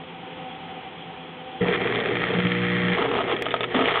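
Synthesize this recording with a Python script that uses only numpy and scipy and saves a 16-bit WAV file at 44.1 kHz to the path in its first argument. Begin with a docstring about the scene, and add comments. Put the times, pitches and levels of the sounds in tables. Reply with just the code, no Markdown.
"""A cooling fan whirs in an idling bench degausser. Its mains magnet switches on with a thump and a hum,
and a hard drive in a plastic tray chatters in the field, settling into an even buzz.
A hand then drags the tray over the deck: it sticks and slips, and the drive knocks against its wall.
A narrow-band microphone is close by, in a small office."""
import sys
import numpy as np
from scipy import signal
from scipy.fft import rfft, irfft
from scipy.io import wavfile
from scipy.ndimage import uniform_filter1d

SR = 44100
rng = np.random.default_rng(int(sys.argv[2]) if len(sys.argv) > 2 else 0)


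def file_out(sig):
    """Save sig as 16-bit WAV at sys.argv[1]."""
    # one column per channel
    cols = np.atleast_2d(sig).T
    # limit, then scale
    lim = np.clip(cols, -1, 1)
    pcm = np.round(lim * 32767).astype(np.int16)
    wavfile.write(sys.argv[1], SR, pcm)


N = 176400

MAINS_HZ, SWITCH_ON_S, FIELD_RISE_S = 60.05, 1.602, 0.016
STRIKE_HZ, STRIKE_PHASE_CYCLES = 2 * MAINS_HZ, 0.4
# strength of the drive's rocking (time [s], level [dB])
ROCKING_LEVEL = [(1.6, -11.5), (1.8, -14.5), (2.08, -15), (2.15, -1.5), (2.22, -4), (2.3, -8), (2.39, 2),
                 (2.423, -8.5), (2.455, 4.5), (2.49, -5), (2.53, -1.5), (2.7, -0.5), (2.93, -0.5),
                 (2.99, -21.5), (4, -32)]
# ring of the drive casing (frequency [Hz], relative density [dB])
CASING_SPECTRUM = [(100, -10.5), (300, -1.5), (480, -7.5), (560, 1.5), (720, -2), (950, -2), (1250, 6),
                   (1550, 0), (1900, 6.5), (2200, 5.5), (2450, 5), (2800, -2), (3350, 5.5), (3700, -7),
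                   (4050, -19.5), (4500, -37.5)]


def undb(db):
    """Decibels to gain."""
    return 10 ** (np.asarray(db) / 20)


def unit(x):
    """Scale to rms 1."""
    return x / np.sqrt(np.mean(x ** 2))


def curve(rows):
    """Join (time [s], value) rows by straight lines."""
    return np.interp(np.arange(N) / SR, *np.array(rows).T)


def walk(rate_hz):
    """Smooth random drift, rms 1."""
    hold = int(SR / rate_hz)
    steps = np.repeat(rng.standard_normal(N // hold + 1), hold)
    return unit(uniform_filter1d(uniform_filter1d(steps, hold), hold)[:N])


def colour(x, spectrum):
    """Minimum-phase filter of unit energy through (frequency [Hz], level [dB]) rows."""
    size = 8192
    hz, db = np.array(spectrum).T
    bins_hz = np.arange(size // 2 + 1) * SR / size
    gain_db = np.interp(np.log(bins_hz + 1), np.log(hz), db)
    cepstrum = irfft(np.log(undb(gain_db)))
    cepstrum[1:size // 2] *= 2
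    cepstrum[size // 2 + 1:] = 0
    response = irfft(np.exp(rfft(cepstrum)))
    return signal.fftconvolve(x, response / np.linalg.norm(response))[:N]


def tail(x, t60_s):
    """Dense, decaying reflections."""
    decay = np.exp(-np.log(1000) * np.arange(SR // 2) / SR / t60_s)
    response = rng.standard_normal(SR // 2) * decay
    return signal.fftconvolve(x, response / np.linalg.norm(response))[:N]


def pulses(times_s, sizes):
    """One click of the given size at each time."""
    return np.bincount(np.clip(times_s * SR, 0, N).astype(int), sizes, N + 1)[:N]


def bursts(clicks, decay_s):
    """Turn each click into exponentially decaying noise."""
    envelope = signal.lfilter([1], [1, -np.exp(-1 / (decay_s * SR))], clicks)
    return envelope * rng.standard_normal(N)


def fan(t):
    """Wavering blade tones and a throbbing whine over rushing air, with a fluttering high whirr."""
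    # blade tones (frequency [Hz], relative level [dB])
    blade_tones = [(161.8, -52), (170.7, -49), (254.5, -50), (510.5, -48.5), (1274, -59.5)]
    # main whine (time [s], relative level [dB])
    whine_level = [(0, -52), (.3, -47.5), (.6, -42), (.9, -48.5), (1.2, -45), (1.52, -44), (1.65, -44),
                   (4, -53)]
    # rushing air (frequency [Hz], relative density [dB])
    air_spectrum = [(25, -32.5), (50, -16), (85, -6), (150, -3), (260, 0.5), (380, 0), (490, 1.5),
                    (570, -8.5), (700, -2.5), (800, 3), (900, -1), (1050, -6), (1270, -7), (1650, -9.5),
                    (1950, -7), (2200, -7.5), (2400, -6), (2700, -8), (3000, -6), (3280, -6.5), (3550, -15),
                    (4000, -25), (4500, -46)]
    # fan level as the microphone moves (time [s], gain [dB])
    proximity = [(0, -2), (.4, 0.1), (.7, -0.5), (1.3, -1), (4, -3)]
    whine_hz, throb_hz, throb_db = 763, 13, 4
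    waver_db, whirr_band_hz = 3, [3110, 3450]

    def tone(hz, db):
        gain = np.sqrt(2) * undb(db + waver_db * walk(14))
        drifting_hz = hz * (1 + 0.003 * walk(12))
        return gain * np.sin(2 * np.pi * np.cumsum(drifting_hz) / SR)

    tones = sum(tone(hz, db) for hz, db in blade_tones)
    tones += tone(whine_hz, curve(whine_level) + throb_db * np.sin(2 * np.pi * throb_hz * t))
    air = colour(rng.standard_normal(N), air_spectrum) * undb(-39 + 0.5 * walk(24))
    band = signal.butter(4, whirr_band_hz, "band", fs=SR, output="sos")
    whirr = unit(signal.sosfilt(band, rng.standard_normal(N))) * undb(-55 + 3.2 * walk(25))
    return undb(curve(proximity)) * (undb(-0.86) * tones + air + whirr)


def hum(t, looseness):
    """Coil hum surges at switch-on; the rocking drive drones, unsteady if loose, and shakes the bench."""
    # hum of coil and case (mains multiple, level [dB])
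    coil_harmonics = [(1, -64), (2, -48), (4, -56.5), (6, -42.5), (8, -38.5), (10, -53), (12, -58.5)]
    # drive rocking on the deck (mains multiple, relative level [dB])
    drone_harmonics = [(2, -36.5), (3, -27.5), (4, -44), (5, -36.5), (6, -43), (7, -50.5), (8, -38),
                       (10, -47)]
    # bench rumble (frequency [Hz], relative density [dB])
    bench_spectrum = [(20, -26.5), (60, -8.5), (110, 5), (250, 3.5), (500, -14), (1500, -49.5)]
    surge_db, surge_s, slip_s = 6, 0.07, 0.0005
    phases = rng.uniform(0, 2 * np.pi, size=16)

    def stack(harmonics, waver_db, clock_s):
        total = np.zeros(N)
        for k, db in harmonics:
            gain = np.sqrt(2) * undb(db + waver_db * looseness * walk(21.69))
            total += gain * np.sin(2 * np.pi * k * MAINS_HZ * clock_s + phases[round(k)])
        return total

    surge = undb(surge_db * np.exp(-np.abs(t - SWITCH_ON_S) / surge_s))
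    bench = undb(-38) * colour(rng.standard_normal(N), bench_spectrum)
    drone = stack(drone_harmonics, waver_db=3.5, clock_s=t + slip_s * looseness ** 2 * walk(35))
    coil = stack(coil_harmonics, waver_db=2.5, clock_s=t)
    return surge * coil + undb(curve(ROCKING_LEVEL)) * (drone + bench)


def chatter(t, looseness):
    """The drive strikes and bounces each half cycle, shaking the tray; rocking weakens alternate hits."""
    # casing chatter (time [s], level [dB])
    casing_level = [(1.6, -29.5), (1.68, -33), (1.74, -26), (1.79, -31.5), (2.1, -30.5), (2.25, -28),
                    (2.45, -27), (2.6, -27), (2.93, -25.5), (3.12, -39), (3.25, -36), (3.32, -34),
                    (3.39, -36.5), (3.68, -44), (3.735, -29), (3.78, -34), (3.9, -27.5), (4, -31)]
    # tray shaking and sliding on the deck (time [s], level [dB])
    tray_level = [(1.6, -32), (1.65, -23), (1.79, -30), (2.1, -26), (2.2, -37), (2.35, -23), (2.5, -50.5),
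                  (2.93, -31.5), (3.0, -23.5), (3.2, -27), (3.25, -31), (3.33, -27.5), (3.39, -34.5),
                  (3.71, -37.5), (3.76, -23.5), (3.83, -27.5), (3.92, -27), (4, -64)]
    # tray boom (frequency [Hz], relative density [dB])
    tray_spectrum = [(40, -30), (90, -18), (170, -9.5), (245, -5), (290, -4), (330, -10), (380, -1.5),
                     (430, 5), (480, -3.5), (530, -10), (700, -8.5), (950, -16), (2000, -27), (4400, -65)]
    index = np.arange(int(STRIKE_HZ * N / SR))
    due_s = (index + STRIKE_PHASE_CYCLES) / STRIKE_HZ
    slack = np.interp(due_s, t, looseness)
    timing_draw, level_draw = rng.standard_normal((len(index), 2)).T
    jitter_s = 0.002 * slack ** 2 * timing_draw
    scatter_db = 2.5 * slack * level_draw
    weak_db = -7.5 * np.interp(due_s, t, undb(curve(ROCKING_LEVEL))) * (index % 2)
    strikes = pulses(due_s + jitter_s, undb(scatter_db + weak_db))
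    bounces = unit(bursts(strikes, decay_s=0.0092))
    blows = unit(strikes) + 1.65 * bounces
    casing = unit(colour(blows + 0.72 * tail(blows, t60_s=0.013), CASING_SPECTRUM))
    tray = unit(colour(bursts(strikes, decay_s=0.0081), tray_spectrum))
    return casing * undb(curve(casing_level)) + tray * undb(curve(tray_level))


def thumps(t):
    """The deck booms as the field grabs the drive and as the tray jolts."""
    # deck booms (time [s], pitch [Hz], level [dB], t60 [s])
    booms = [(1.606, 467, -21.5, 0.34), (1.612, 180.6, -15.5, 0.23), (1.615, 283, -23, .17),
             (1.611, 120.4, -21, .22), (1.641, 165, -21.5, 0.07), (3.333, 349, -11, 0.05),
             (3.414, 372, -10, 0.029), (3.749, 256, -17.5, 0.29), (3.804, 259.6, -15.5, 0.17)]
    attack_s = 0.0045
    deck = np.zeros(N)
    for start_s, hz, db, t60_s in booms:
        age_s = np.maximum(t - start_s, 0)
        envelope = (1 - np.exp(-age_s / attack_s)) * np.exp(-np.log(1000) * age_s / t60_s)
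        deck += undb(db) * envelope * np.sin(2 * np.pi * hz * age_s)
    return deck


def slaps():
    """Now and then the drive lands hard and its casing rings."""
    # hard landings (time [s], relative level [dB])
    landings = [(1.684, -16), (1.725, -16), (1.739, -12.5), (1.758, -14.5), (1.874, -16.5), (1.924, -15.5),
                (1.949, -14.5), (1.957, -13.5), (2.001, -18), (2.058, -15), (2.087, -21.5), (2.17, -16),
                (2.219, -17), (2.239, -12), (2.253, -20), (2.269, -17.5), (2.338, -20), (2.387, -16),
                (2.402, -15), (2.452, -14), (2.469, -13), (2.519, -16), (2.933, -15.5), (2.948, -12)]
    times_s, db = np.array(landings).T
    hits = pulses(times_s, undb(db - 5.5))
    return colour(3.4 * hits + bursts(hits, decay_s=0.0028), CASING_SPECTRUM)


def scrape(t):
    """The tray sticks and slips with each push, juddering in the field."""
    # hand pushes (start [s], length [s], level [dB])
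    pushes = [(2.969, 0.11, -32), (3.093, 0.035, -31), (3.13, 0.094, -29), (3.273, 0.042, -29),
              (3.312, .03, -27), (3.747, .09, -28.5), (3.843, 0.083, -28), (3.938, 0.18, -27)]
    # tray scraping on the deck (frequency [Hz], relative density [dB])
    scrape_spectrum = [(100, -20), (250, -10), (330, -9.5), (425, 10.5), (540, -4), (700, 6.5), (850, 4.5),
                       (1000, 1.5), (1230, 4.5), (1550, -2), (2250, -6), (2750, -2), (3300, 0),
                       (3700, -13.5), (4400, -35)]
    slips_per_s, edge_s, judder_db = 760, 0.013, 3.5
    slips = (rng.random(N) < slips_per_s / SR) * rng.choice([-1, 1], N)
    slips = unit(slips * undb(rng.uniform(-3.6, 3, N)))
    push = np.zeros(N)
    for start_s, length_s, db in pushes:
        inside_s = np.minimum(t - start_s, start_s + length_s - t)
        push += undb(db) * np.clip(inside_s / edge_s + 0.5, 0, 1)
    grit = unit(bursts(np.abs(slips), decay_s=0.0012))
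    judder = undb(judder_db * np.cos(2 * np.pi * (STRIKE_HZ * t - STRIKE_PHASE_CYCLES)))
    friction = unit((slips + grit) * judder) * push
    return colour(friction + 0.28 * tail(friction, t60_s=0.039), scrape_spectrum)


def knocks():
    """The drive hits the tray wall: snap, short rattle and a hollow ring softened by the contact."""
    # wall hits (time [s], relative click level [dB], relative ring level [dB])
    wall_hits = [(2.987, -31, -16), (3.022, -16, -17.5), (3.059, -25, -36), (3.088, -21, -23),
                 (3.137, -17.5, -14), (3.152, -20, -21), (3.171, -25, -25), (3.188, -30, -11),
                 (3.206, -29, -12), (3.296, -27, -19), (3.314, -19, -20), (3.324, -17, -21),
                 (3.365, -20, -31), (3.387, -24, -30), (3.422, -15.5, -33), (3.457, -19, -25),
                 (3.465, -19, -12.5), (3.485, -21.5, -31), (3.507, -21, -36), (3.516, -16.5, -31),
                 (3.541, -13, -6), (3.563, -18.5, -21), (3.607, -14, -12), (3.6322, -15, -29),
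                 (3.640, -13.5, -17.5), (3.746, -16.5, -14.5), (3.755, -23.5, -21), (3.763, -14.5, -28),
                 (3.772, -38, -19), (3.791, -21.5, -8.5), (3.808, -15, -14.5), (3.821, -22, -14),
                 (3.839, -18.5, -21), (3.857, -14.5, -22), (3.866, -21, -27), (3.876, -15, -22),
                 (3.894, -18, -14.5), (3.908, -20, -33), (3.918, -18, -19), (3.957, -16, -16),
                 (3.969, -25, -18)]
    # clack of drive and tray (frequency [Hz], relative density [dB])
    clack_spectrum = [(100, -20.5), (300, -10), (480, -0.5), (720, -4), (1020, -3), (1260, 5.5),
                      (1550, -5.5), (2250, 4.5), (2700, -2), (3300, 3.5), (3700, -9.5), (4400, -37)]
    # hollow modes of the plastic tray (frequency [Hz], gain [dB], t60 [s])
    tray_modes = [(440, -25, .07), (675, -2.5, 0.024), (890, -14.5, .028), (1247, -5, .042),
                  (2145, -22.5, 0.013), (3226, -24, .04)]
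    contact_hz = 3100
    times_s, click_db, ring_db = np.array(wall_hits).T
    hits = pulses(times_s, undb(click_db - 3))
    clicks = 3.8 * hits + bursts(hits, decay_s=0.0032)
    clack = colour(clicks + 0.48 * tail(clicks, t60_s=0.045), clack_spectrum)
    contact = signal.butter(8, contact_hz, fs=SR, output="sos")
    blows = signal.sosfilt(contact, pulses(times_s, undb(ring_db - 2.5)))
    ring = np.zeros(N)
    for hz, db, t60_s in tray_modes:
        pole = np.exp((2j * np.pi * hz - np.log(1000) / t60_s) / SR)
        ring += undb(db) * signal.lfilter([1], [1, -pole], blows).real
    return clack + ring


def tick():
    """One thin, bright tick: a click with a gentle treble roll-off."""
    time_s, corner_hz = 3.4235, 1000
    click = pulses(np.array([time_s]), undb([1.5]))
    return signal.sosfilt(signal.butter(1, corner_hz, fs=SR, output="sos"), click)


def scene():
    """Fan, magnet and handling in a small office."""
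    # evenness of the drive's strikes (time [s], share [0-1])
    evenness = [(1.6, .1), (2.1, 0.18), (2.46, .2), (2.54, 0.82), (2.78, 0.84), (2.86, .6), (3.0, .2),
                (4, 0.09)]
    room_db, room_t60_s = -16, 0.16
    t = np.arange(N) / SR
    looseness = 1 - np.clip(curve(evenness), 0, 1)
    field = np.clip((t - SWITCH_ON_S) / FIELD_RISE_S, 0, 1)
    rattle = field * chatter(t, looseness) + thumps(t) + slaps() + scrape(t) + knocks()
    machine = fan(t) + field * hum(t, looseness)
    room = undb(room_db) * tail(rattle, room_t60_s)
    return (machine + rattle + room)[None]


def record(dry):
    """A narrow-band microphone, with the tick on top and a steep final low-pass."""
    mic_hz, edge_hz, top_hz = 4500, 900, 15900
    taps = int(5 * SR / edge_hz) | 1
    mic = signal.firwin(taps, mic_hz, window=("kaiser", 8), fs=SR)
    heard = signal.fftconvolve(dry, mic[None], "same")
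    top_cut = signal.ellip(8, 0.2, 80, top_hz, fs=SR, output="sos")
    return signal.sosfilt(top_cut, heard + tick())


dry = scene()
out = record(dry)
file_out(out)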